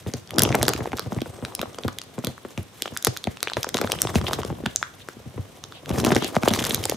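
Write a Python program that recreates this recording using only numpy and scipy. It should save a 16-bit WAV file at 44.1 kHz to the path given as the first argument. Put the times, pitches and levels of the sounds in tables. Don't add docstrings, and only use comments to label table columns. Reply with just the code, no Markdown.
import sys
import numpy as np
from scipy import signal
from scipy.fft import rfft, irfft, next_fast_len
from scipy.io import wavfile

SR = 44100
rng = np.random.default_rng(int(sys.argv[2]) if len(sys.argv) > 2 else 0)


def wrap_up_sound(samples):
    columns = np.atleast_2d(samples).T
    tamed = np.clip(columns, -1, 1)
    steps = np.round(tamed * 32767).astype(np.int16)
    wavfile.write(sys.argv[1], SR, steps)


N = 306936

# frequency in Hz, level in dB per Hz.
WOOD_SPECTRUM = [(35, -16), (125, 0), (500, -8), (2000, -15), (4200, -17), (8000, -23), (13000, -26),
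                 (16500, -34)]
# time in seconds, level in dB.
SWIVEL_LEVEL = [(.9, -76), (1.3, -61), (1.9, -71), (3.75, -80), (3.9, -53), (4.15, -58), (4.5, -76)]
# centre in seconds, length in seconds, level in dB.
SWISHES = [
    (5.019, 0.011, -47),
    (5.765, 0.032, -46.5),
    (6.245, 0.031, -32),
    (4.278, 0.011, -30.5),
]
# time in seconds, pressure in dB, sliding in dB, shaking in dB.
HAND = [(0.0, -57, -53, -42), (0.11, -47, -47, -47), (0.27, -57.5, -57.5, -47), (0.39, -28.5, -57, -22.5),
        (0.7, -34.5, -45, -26.5), (0.87, -45.5, -51, -36.5), (1.5, -45.5, -54, -41), (2.76, -57, -54, -59),
        (3.71, -48, -51.5, -43), (3.8, -40.5, -48.5, -36.5), (4.3, -35.5, -43, -30),
        (4.6, -43.5, -52, -31.5), (4.85, -59, -55.5, -47.5), (5.82, -51, -57.5, -47),
        (5.96, -30.5, -39.5, -18.5), (6.41, -41, -47, -47), (6.48, -32.5, -36, -25),
        (6.96, -39.5, -42.5, -36.5)]
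# start in seconds, peak in dB, pitch in Hz.
JOLTS = [(0.5067, -25, 110.0), (0.6319, -30, 131), (0.7596, -28, 120.0), (3.0865, -20.5, 120),
         (3.5815, -24.5, 132), (3.8583, -32, 109), (4.0578, -28, 110.0), (4.166, -17, 111),
         (4.183, -19.5, 84.5), (4.24, -27, 89), (4.5163, -23.5, 120.0), (5.365, -30.5, 115),
         (5.2764, -33, 122), (5.3972, -24.5, 98), (6.0234, -23, 124), (6.7512, -32, 110.0)]
# start in seconds, peak in dB, pitch in Hz.
PALM_DENTS = [(0.0926, -25, 264), (0.3678, -19, 272), (0.6209, -21, 270.0), (0.7973, -23, 308),
              (0.8742, -17.5, 388), (0.9968, -20.5, 450.0), (1.2205, -14, 320), (1.3888, -31, 360.0),
              (1.6002, -24, 198), (1.6161, -23, 422), (1.8819, -19.5, 286), (2.825, -25.5, 355),
              (3.4303, -24, 500), (3.4754, -22, 464), (3.8039, -22, 260.0), (3.8451, -14, 231),
              (3.9301, -18.5, 460.0), (4.0528, -10.5, 358), (4.3138, -21, 393), (4.3368, -25, 248),
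              (4.6049, -25.5, 360.0), (4.639, -19, 260.0), (5.0883, -26, 360), (5.1708, -31.5, 250.0),
              (5.3955, -29, 252), (5.9412, -23, 388), (6.0343, -14, 313), (6.0504, -11.5, 276),
              (6.1066, -18, 300.0), (6.1661, -5.5, 390), (6.1801, -16, 313), (6.2483, -20, 360.0),
              (6.3258, -25, 318), (6.5895, -17.5, 260), (6.6201, -18, 290), (4.451, -18.5, 400),
              (6.699, -24, 220.0), (6.7132, -25.5, 300.0), (6.7318, -21, 247), (6.7443, -22, 270.0),
              (6.7808, -25, 220.0), (6.9231, -16.5, 453), (6.9458, -23, 220.0), (3.255, -32, 292),
              (0.753, -18.5, 290), (4.528, -20, 302), (0.336, -25, 560)]
# start in seconds, peak in dB, pitch in Hz.
FINGER_TAPS = [(0.4347, -14, 780), (0.4525, -18, 770), (0.623, -24, 870), (0.666, -25, 700),
               (0.7037, -22, 740), (0.7922, -27, 670), (0.8223, -26, 780), (0.8585, -18, 683),
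               (1.1224, -18.5, 830), (1.1887, -24, 770), (1.5222, -29.5, 960), (1.6577, -27, 870),
               (2.38, -28, 1230), (3.0549, -28, 820), (3.4734, -17.5, 1500), (3.6455, -14.5, 1000),
               (3.9, -20, 826), (3.9391, -17.5, 870), (4.0904, -25, 1060), (4.1435, -21, 1140),
               (4.2976, -22.0, 850), (4.3119, -17.5, 920), (4.816, -32, 720), (5.9984, -20, 1080),
               (6.0411, -18, 615), (6.0485, -15.5, 950), (6.0788, -14, 670), (6.1055, -16, 780),
               (6.223, -19, 1140), (6.3471, -22, 1160), (6.3545, -21, 795), (6.4283, -19.5, 720),
               (6.4585, -15, 930), (6.4651, -18, 760), (6.537, -20, 1060), (6.6029, -23, 850),
               (6.6099, -22.0, 1100), (6.6872, -27.0, 970), (6.7799, -23.5, 775), (6.9222, -17, 670)]
# start in seconds, peak in dB, pitch in Hz.
NUDGES = [(0.064, -22, 180), (3.106, -35.5, 600), (5.341, -36, 298), (0.805, -21, 227), (0.852, -35, 374),
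          (1.061, -24, 199), (1.122, -20.5, 243), (1.425, -23, 203), (1.259, -30, 550), (1.786, -24.5, 462),
          (2.181, -21.5, 250), (2.24, -24, 255), (2.27, -20.5, 187), (2.45, -25, 385), (2.577, -23, 171),
          (2.857, -21.5, 570), (2.876, -28, 620), (2.921, -29, 203), (3.668, -22, 496), (4.21, -24.5, 160),
          (4.282, -20, 534), (4.388, -19, 333), (4.502, -22.5, 337), (4.637, -33, 197), (5.258, -31, 190),
          (5.378, -23.5, 330), (6.223, -18, 302), (6.244, -23, 360), (6.855, -19.5, 483),
          (6.895, -18.5, 353)]
# start in seconds, peak in dB, pitch in Hz, length in milliseconds.
THUMPS = [(0.138, -21, 225, 16.5), (0.381, -13, 227, 40), (0.422, -13.5, 255, 69), (0.505, -16, 298, 57),
          (0.546, -8, 422, 19), (0.629, -12, 320, 18), (0.681, -14.5, 410, 67), (0.932, -19, 346, 11.5),
          (1.164, -19.5, 165, 26), (1.22, -28, 300, 4.5), (1.63, -18.5, 417, 11), (1.848, -17, 200, 17),
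          (3.07, -10, 415, 10.4), (3.272, -15, 240, 8), (3.571, -17.5, 326, 12), (3.746, -15.5, 350, 14),
          (3.815, -15.5, 390, 65), (4.05, -20.5, 320, 5.2), (4.155, -9.5, 225, 7.6), (4.661, -20, 253, 13),
          (5.904, -16.5, 189, 33), (5.981, -16.5, 256, 94), (6.067, -9.5, 287, 57), (6.119, -8, 294, 18),
          (6.163, -6, 370, 9), (6.366, -9, 374, 6.3), (6.434, -15, 295, 4.1), (6.477, -5.5, 493, 4.6),
          (6.508, -14.5, 250, 38), (6.613, -26, 236, 28)]
# frequency in Hz, T60 in seconds, level in dB.
HOUSING_MODES = [(100.4, 0.3, -3.5), (132, 0.074, -0.5), (250, 0.078, -4)]
# start in seconds, peak in dB, ring in Hz.
CRACKLES = [(0.3604, -28, 6970.0), (0.519, -23, 3650.0), (0.615, -19, 2350), (0.6389, -26, 4650.0),
            (0.6996, -21, 5500), (0.763, -18.5, 1980), (0.976, -25, 6100), (1.147, -29, 5890.0),
            (1.2061, -29, 3930.0), (1.7459, -28.5, 3470), (1.7867, -24.5, 4730), (2.016, -22, 5670),
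            (2.189, -29.5, 7600), (3.0741, -14, 4520.0), (3.4054, -26, 3550.0), (0.293, -35, 3200),
            (3.6445, -17, 6200.0), (3.77, -13, 3500.0), (3.7804, -17, 4600), (3.8398, -24.0, 2080.0),
            (3.9, -27, 2370.0), (4.0846, -27, 2920.0), (4.1505, -23, 4850.0), (4.1609, -21, 3150.0),
            (4.283, -16, 4670), (4.3387, -16, 4100), (4.4178, -26, 3110.0), (4.449, -21.5, 5760),
            (5.9137, -28, 2690.0), (5.9781, -31, 4900.0), (5.9846, -26, 2950), (6.0417, -18.5, 2500),
            (6.0635, -11, 5940), (6.0702, -18, 5230.0), (6.1232, -16, 3960), (6.149, -13, 5210.0),
            (6.1845, -27, 3160), (6.2245, -18.5, 3680), (6.238, -23.0, 3990.0), (6.3532, -18, 4450.0),
            (6.4266, -29, 3180.0), (6.561, -21.0, 3730.0), (6.603, -20, 5870.0), (6.6096, -27, 3160.0),
            (6.6438, -14.5, 3620.0), (6.6664, -18, 8060.0), (6.695, -23, 5290.0), (6.721, -18, 8450.0),
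            (6.7383, -26, 5080.0), (6.774, -25, 3980.0), (6.9145, -21, 3720), (6.946, -31, 3760.0)]
# start in seconds, body in dB, knock in Hz, ring in dB over the body.
KNOCKS = [(0.491, -13, 770, 0), (0.653, -24, 1540, 8), (0.857, -13.5, 600, -13), (0.919, -19.5, 750, -3),
          (0.985, -18.5, 1270, -6), (1.45, -23, 1410, 6), (1.593, -18.5, 836, -0.5), (1.629, -19, 622, -11),
          (1.785, -21.5, 930, -25), (1.885, -12.5, 1130, -15), (2.966, -14.5, 1440, -10),
          (3.371, -33, 1040, 7.5), (3.499, -20, 1380, 0), (3.519, -18, 880, -14), (3.569, -7.5, 600, -6),
          (3.644, -20, 1280, -15), (3.772, -19, 597, -12), (3.787, -14, 1050, -3), (3.846, -7, 594, -15),
          (3.874, -16.5, 1310, -4), (4.072, -16, 980, 1.5), (4.214, -18, 1160, -4.5),
          (4.433, -15.5, 1044, -6), (4.658, -23, 680, 5.5), (4.828, -6, 1290, -11.5),
          (5.639, -27.5, 1320, 7), (5.723, -25, 1300, -3.5), (6.106, -15, 760, -0.5),
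          (6.119, -7.5, 635, -3), (6.366, -8.5, 695, -11)]
# start in seconds, peak in dB, ring in Hz.
TICKS = [(0.4516, -10.5, 2880), (0.5262, -11.5, 2160), (0.5482, -10, 2090), (0.6224, -15, 5600),
         (1.8357, -20, 3540), (2.8582, -23, 3240), (2.8788, -20.5, 3250), (3.0537, -12, 4970),
         (3.272, -18, 2020), (3.4735, -13, 2500), (3.483, -17, 3020), (3.5349, -10.5, 4100),
         (3.913, -21, 4400), (3.9885, -18, 2950), (4.268, -13.5, 3130), (4.7604, 0, 6800),
         (5.912, -25, 2630), (6.121, -20, 3780), (6.128, -19, 3900), (6.157, -9.5, 5530),
         (6.5054, -14, 3500), (6.5495, -15, 4430), (6.7084, -7.5, 3600), (0.275, -28, 5060),
         (0.342, -25, 5200), (0.6664, -18, 6000), (0.807, -22, 1920), (1.187, -27, 2170),
         (6.459, -26, 2390), (6.5749, -20, 4450)]
# start in seconds, peak in dB, ring in Hz, body in dB.
POPS = [(0.384, -3, 4960, 3), (0.405, -20, 2600, -2), (0.5518, -11.5, 7300, -1), (0.6817, -1, 4440, 3),
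        (0.6907, -7, 7650, -0.5), (0.7352, -10.5, 4150, -2.5), (0.9946, -12.5, 4470, -5),
        (1.615, -14.5, 3840, -7), (1.8806, -17, 4160, -6.5), (2.27, -14, 3700, -16),
        (2.8215, -8.5, 4530, -15), (3.0696, -7.5, 5640, -21), (3.166, -26, 3800, -11.5),
        (3.1722, -16.5, 5200, -20), (3.241, -15, 3740, -25), (3.429, -7.5, 4400, -6),
        (3.69, -18, 5170, -11.5), (3.7433, -9.5, 3270, -15), (3.814, -13, 4900, -1.5),
        (3.9191, -6.5, 4500, -9), (4.156, -11.5, 2780, -27), (4.3326, -10, 3660, -3),
        (4.6612, -12, 3420, -3), (5.087, -28.5, 6240, -9), (5.859, -27, 3170, -18), (6.1649, -8.5, 2320, 0),
        (6.4337, -14.5, 2320, 0), (6.4787, -20, 2370, -17), (6.4842, -6.5, 3500, -4), (6.64, -14, 5530, -6)]
# start in seconds, peak in dB, ring in Hz, top in dB.
CRACKS = [(0.1376, -13.5, 4800, -19), (0.307, -19.5, 3200, -10), (0.393, -2.5, 7160, 6),
          (0.4201, -3.5, 7000, 9), (0.4342, -4, 8100, 11), (0.629, -4, 8700, 6), (0.777, -25, 5950, -24),
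          (0.97, -22, 5500, -12), (1.2175, -18, 3350, -16), (1.5506, -15.5, 5930, -1.5),
          (1.986, -17, 3750, -10), (2.2466, -14.5, 3570, -4.5), (2.5766, -18, 2600, -23),
          (2.9732, -12, 6900, -6), (3.0251, -20, 6360, -12), (3.0478, -2.5, 6760, 10.5),
          (3.6307, -10.5, 4940, -7.5), (4.018, -2, 8640, 10), (4.31, -23, 2870, -28),
          (5.893, -22, 3500, -15), (6.0005, -10, 5430, -17), (6.0484, -6, 4640, -1),
          (6.245, -12, 5130, -10), (6.537, -7.5, 3600, -4), (6.593, -13, 3580, -22),
          (6.651, -10.5, 6700, -5), (6.7457, -6.5, 6230, 6), (6.839, -14, 4540, -15),
          (6.8542, -7.5, 8200, -3), (6.8964, -8.5, 6250, 5)]
# frequency in Hz, width in Hz, gain in dB.
PORT_CAVITIES = [(3500, 760, 2), (6360, 620, 1), (4460, 1000, -2.5)]
# frequency in Hz, lead of the left one in radians.
LEFT_LEAD = [(60, .15), (110, .45), (165, .8), (280, .25), (600, -.15), (2500, 0)]

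WOOD_DB = -50.5
GROUND_S, GROUND_DB = 0.0081, -32.5
TRUNKS_DB, TRUNKS_T60_S = -41.5, 0.34
NUDGE_CYCLES = 5.2
BUILD_S, SETTLE_S = .004, .018
STIR_RUMBLE_DB, STIR_FLUTTER_DB, STIR_RUSTLE_DB = -14, -25, -31.5
RUMBLE_DB_PER_OCTAVE = -10.5
RUB_CLUMPING = 1.2
DENT_RISE_CYCLES, DENT_FALL_CYCLES, DENT_SAG = 0.45, 0.8, 0.12
CRACK_BODY_DB, TICK_BODY_DB = -9, -28
POP_TOP_DB, TICK_TOP_DB, KNOCK_TOP_DB = 6.5, -43.5, -24.5
TOP_DB_PER_OCTAVE = 7
KNOCK_BODY_DB, KNOCK_RING_RATIO = 10.5, 2.81
BODY_HZ = 1425


def from_db(db):
    return 10 ** (np.asarray(db) / 20)


def rms_one(x):
    return x / np.sqrt(np.mean(x ** 2) + 1e-20)


def peak_one(x):
    return x / (np.max(np.abs(x), axis=-1, keepdims=True) + 1e-20)


def in_time(rows):
    s, *columns = np.transpose(rows)
    return [np.interp(np.arange(N) / SR, s, c) for c in columns]


def band(x, low_hz, high_hz):
    return signal.sosfilt(signal.butter(2, [low_hz, min(high_hz, .45 * SR)], "band", fs=SR, output="sos"), x)


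def lay(times, shapes):
    out = np.zeros((2, N + shapes.shape[-1]))
    for s, shape in zip(times, shapes):
        at = max(round(s * SR), 0)
        out[:, at:at + shape.shape[-1]] += shape
    return out[:, :N]


def lumps(rate, depth_db):
    r = np.exp(-2 * np.pi * rate / SR)
    slow = signal.lfilter([1], [1, -2 * r, r * r], rng.standard_normal(N + SR))[SR:]
    return from_db(depth_db * rms_one(slow))


def widen(mid, side, alike):
    alike = np.clip(alike, 0, 1)
    return (np.sqrt(1 + alike) * mid + np.sqrt(1 - alike) * side * np.array([[1], [-1]])) / np.sqrt(2)


def grains(per_s, spread_db):
    sizes = from_db(spread_db * np.minimum(rng.exponential(1, (2, N)), 3))
    sizes = sizes * rng.choice([-1, 1], (2, N))
    return sizes * (rng.random((2, N)) < per_s / SR) + 1e-18


def wood():
    out = 0
    edges = 25 * 2 ** np.arange(0, 9.6, .5)
    hz, db = np.transpose(WOOD_SPECTRUM)
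    white = rng.standard_normal((2, 2, N))
    for k, (low, high) in enumerate(zip(edges, edges[1:])):
        centre = np.sqrt(low * high)
        gain = from_db(np.interp(np.log(centre), np.log(hz), db))
        out = out + gain * widen(*band(white[k % 2], low, high), 1 / (1 + centre / 900))
    return from_db(WOOD_DB) * rms_one(out)


def swivel():
    level_db, = in_time(SWIVEL_LEVEL)
    hiss = rms_one(band(rng.standard_normal(N), 8000, 8700))
    return from_db(level_db) * lumps(20, depth_db=2.5) * hiss


def swishes():
    t = np.arange(N) / SR
    shape = sum(from_db(db) * np.exp(-((t - s) / length_s) ** 2) for s, length_s, db in SWISHES)
    return shape * rms_one(band(rng.standard_normal((2, N)), 2600, 4100))


def all_buckles():
    return THUMPS + [(s, db, hz, 1000 * NUDGE_CYCLES / hz) for s, db, hz in NUDGES]


def buckle(hz, length_s, noise):
    size = noise.shape[-1]
    t = np.arange(size) / SR
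    f = np.maximum(np.fft.rfftfreq(size, 1 / SR), 30)
    push = noise * from_db(-14 * t / length_s)
    push[:, :1] += 5.45 * np.sqrt(length_s * SR / 100)
    colour = 1 / (1 + (f / (0.73 * hz)) ** 1.96) / (1 + (0.68 * hz / f) ** 3.36)
    lag_phase = 2 * np.pi * 1.3075 * np.log(f / 4000) * (f < 4000)
    return irfft(rfft(push) * colour * np.exp(-1j * lag_phase), size)


def unrest(steady_db, stir_db, db_per_octave, late_s):
    s, db, hz, _ = np.array(all_buckles()).T[:, :, None]
    s, t = s + late_s, np.linspace(0, N / SR, num=3000)
    swell = np.exp(np.minimum((t - s) / BUILD_S, (s - t) / SETTLE_S))
    swell_db = db + stir_db + db_per_octave * np.log2(hz / 250)
    power = np.sum(from_db(2 * swell_db) * swell, axis=0)
    return 10 * np.log10(from_db(2 * steady_db) + np.interp(np.arange(N) / SR, t, power))


def handling():
    pressure_db, sliding_db, shaking_db = in_time(HAND)
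    rumble_db = unrest(shaking_db, STIR_RUMBLE_DB, RUMBLE_DB_PER_OCTAVE, late_s=0.003)
    rustle_db = unrest(sliding_db + 2.0, STIR_RUSTLE_DB, 1.7, late_s=0.0021)
    flutter_db = unrest(pressure_db, STIR_FLUTTER_DB, 0, late_s=0.003)
    rustle_db = rustle_db - 10 / (1 + from_db(2 * (rustle_db + 54)))
    clumps = np.minimum(lumps(28.8, depth_db=6.0), 2.2)
    rumble = band(rng.standard_normal((2, N)), 64.0, 157.0) * lumps(20.0, depth_db=2.5)
    small = buckle(np.geomspace(180, 620, num=6)[:, None], 0.0053, rng.standard_normal((6, 2048)))
    flutter = sum(signal.fftconvolve(grains(110, spread_db=3.05), shape[None], axes=1)[:, :N]
                  for shape in small)
    flutter = band(flutter, 168, 1330)
    edges = np.geomspace(900, 16000, num=6)
    cracks = sum(band(grains(150, spread_db=15.0), low_hz, 0.77 * high_hz) * (1000 / low_hz) ** 0.5
                 for low_hz, high_hz in zip(edges, edges[1:]))
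    rub = band(signal.lfilter([1], [1, -.5], rng.standard_normal((2, N))), 1030, 15600)
    layers = [(rumble_db - 5.5, widen(*rumble, 1.0)),
              (flutter_db + 1.0, widen(*flutter, 0.55) * clumps ** 0.48 * from_db([[.8], [-.8]])),
              (rustle_db - 3.5, widen(*cracks, 0.77) * clumps),
              (rustle_db - 0.5, widen(*rub, 0.95) * clumps ** RUB_CLUMPING)]
    return sum(from_db(db) * rms_one(x) for db, x in layers)


def dents(rows, gain_db, rough, apart):
    s, peak_db, hz = np.array(rows).T[:, :, None, None]
    draw = rng.standard_normal((len(s), 1, 4096 + 3))
    phase, lean, offset, noise = draw[..., :1], draw[..., 1:2], draw[..., 2:3], draw[..., 3:]
    cycles, sides = np.arange(4096) / SR * hz, np.array([[.5], [-.5]])
    rise = cycles / DENT_RISE_CYCLES
    swell = rise * np.exp(-rise) + .5 * np.tanh(rise) * np.exp(-cycles / DENT_FALL_CYCLES)
    sagging = cycles ** (1 - DENT_SAG) * 1.144
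    swing = np.sin(2 * np.pi * (sagging + phase) + apart * offset * sides)
    edge = peak_one(band(noise, 500, 2800)) * np.exp(-cycles / 0.49)
    shape = peak_one(swell * (swing + rough * edge)) * from_db(peak_db + gain_db)
    return lay(s.ravel() - 0.53 / hz.ravel(), shape * from_db(2.9 * apart * (lean + 0.9) * sides))


def thumps():
    s, peak_db, hz, length_ms = np.array(all_buckles()).T[:, :, None]
    noise = rng.standard_normal((len(s), 2, 4096))
    length_s = np.clip(0.94 * length_ms / 1000 - .003, .001, .04)
    mid = peak_one(buckle(hz, length_s, noise[:, 0]))
    side = from_db(-15.0) * peak_one(band(buckle(hz, 27.0 * length_s, noise[:, 1]), 183, 2600))
    both = np.stack([(mid + side) * from_db(2.5), (mid - side) * from_db(2.57)], axis=1)
    return lay(s[:, 0] - .0008, both * from_db(peak_db - 0.6)[:, None])


def housing(x):
    out = 0
    push = x.mean(axis=0) + 1e-18
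    for hz, t60_s, db in HOUSING_MODES:
        r, w = from_db(-60 / (t60_s * SR)), 2 * np.pi * hz / SR
        hum = signal.lfilter([2 * (1 - r) * np.sin(w)], [1, -2 * r * np.cos(w), r * r], push)
        out = out + from_db(db) * hum
    return out


def all_snaps():
    def top(db, hz, share_db):
        return db + share_db + TOP_DB_PER_OCTAVE * np.log2(hz / 4500)

    return ([(s, db, hz, db + CRACK_BODY_DB, top_db, BODY_HZ) for s, db, hz, top_db in CRACKS]
            + [(s, db, hz, body_db, top(db, hz, POP_TOP_DB), BODY_HZ) for s, db, hz, body_db in POPS]
            + [(s, db, hz, db + TICK_BODY_DB, db + TICK_TOP_DB, BODY_HZ) for s, db, hz in TICKS]
            + [(s, db + ring_db, KNOCK_RING_RATIO * hz, db + KNOCK_BODY_DB, db + ring_db + KNOCK_TOP_DB, hz)
               for s, db, hz, ring_db in KNOCKS])


def snaps(rows):
    s, peak_db, hz, body_db, top_db, body_hz = np.array(rows).T[:, :, None]
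    t = np.arange(512) / SR
    noise, dice = rng.standard_normal((len(s), 3, 512)), rng.random((len(s), 3))

    def dying(t60):
        return (1 - np.exp(-t / 0.000051)) * from_db(-60 * t / t60)

    wobble = 0.12 * np.cumsum(noise[:, 0], axis=1) * np.sqrt(hz / SR)
    ring = np.sin(2 * np.pi * hz * t + wobble) * dying(0.00053 + 9 / hz)
    octaves = np.log2(np.maximum(np.fft.rfftfreq(512, 1 / SR), 100) / hz)
    crack = irfft(rfft(noise[:, 1]) * from_db(-7 * np.abs(octaves)))
    crack = band(crack * dying(0.0079), 770, 7660)
    top = band(noise[:, 2] * dying(.007), 9000, 14000)
    falling = body_hz * (.9 + .25 * dice[:, :1]) * t * (1 - 15 * t)
    knock = np.sin(2 * np.pi * falling + 2 * np.pi * dice[:, 1:2]) * dying(0.006)
    knock = knock * (1 - np.exp(-t / .00025))
    crack_db = 5.0 + 0.64 * np.clip(top_db - peak_db + 17.0, -30, 0)
    whole = from_db(peak_db) * peak_one(peak_one(ring) + from_db(crack_db) * peak_one(crack))
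    whole += from_db(top_db - 13.5) * peak_one(top)
    whole += from_db(body_db - 13.5) * peak_one(knock)
    pan = from_db(3.2 * (dice[:, 2:] - 0.5)[:, None] * [[1], [-1]])
    return lay(s[:, 0] - .0001, whole[:, None] * pan)


def echoes(x):
    t = np.arange(round(.4 * SR)) / SR
    scatter = from_db(GROUND_DB - 60 * t / 0.0093) + from_db(TRUNKS_DB - 60 * t / TRUNKS_T60_S)
    answer = band(rng.standard_normal((2, len(t))) * scatter, 360, 6740)
    late = np.pad(answer, ((0, 0), (round(GROUND_S * SR), 0)))
    return signal.fftconvolve(x.mean(axis=0)[None], late, axes=1)[:, :N]


def capsules(x):
    size = next_fast_len(N + SR)
    hz, lead = np.transpose(LEFT_LEAD)
    turn = np.interp(np.log(np.fft.rfftfreq(size, 1 / SR) + 1), np.log(hz), lead)
    return irfft(rfft(x, size) * np.exp((0.076 + .5j) * turn * np.array([[1], [-1]])), size)[:, :N]


def scene():
    background = wood() + swivel() + swishes() + handling()
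    small = dents(JOLTS, gain_db=1.0, rough=.05, apart=.1)
    small = small + dents(PALM_DENTS, gain_db=0.0, rough=0.49, apart=0.46)
    small = small + dents(FINGER_TAPS, gain_db=0.5, rough=0.41, apart=1.0)
    buckles = thumps()
    crackles = snaps([(s - .0003, db + 0.5, hz, db + 2, db - 8, BODY_HZ) for s, db, hz in CRACKLES])
    cracks = snaps(all_snaps())
    returns = echoes(crackles) + echoes(cracks)
    return background + small + buckles + housing(buckles + small) + crackles + cracks + returns


def top_cut(x):
    return signal.sosfilt(signal.butter(12, 16990, fs=SR, output="sos"), x)


def record(dry):
    x = signal.sosfilt(signal.butter(2, 68, "high", fs=SR, output="sos"), capsules(dry))
    for hz, width_hz, db in PORT_CAVITIES:
        x = x + (from_db(db) - 1) * signal.lfilter(*signal.iirpeak(hz, hz / width_hz, fs=SR), x)
    x = np.clip(x, -.8, .8)
    x = signal.sosfilt(signal.cheby2(12, 70, 16700, fs=SR, output="sos"), x)
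    return top_cut(x)


dry = scene()
out = record(dry)
wrap_up_sound(out)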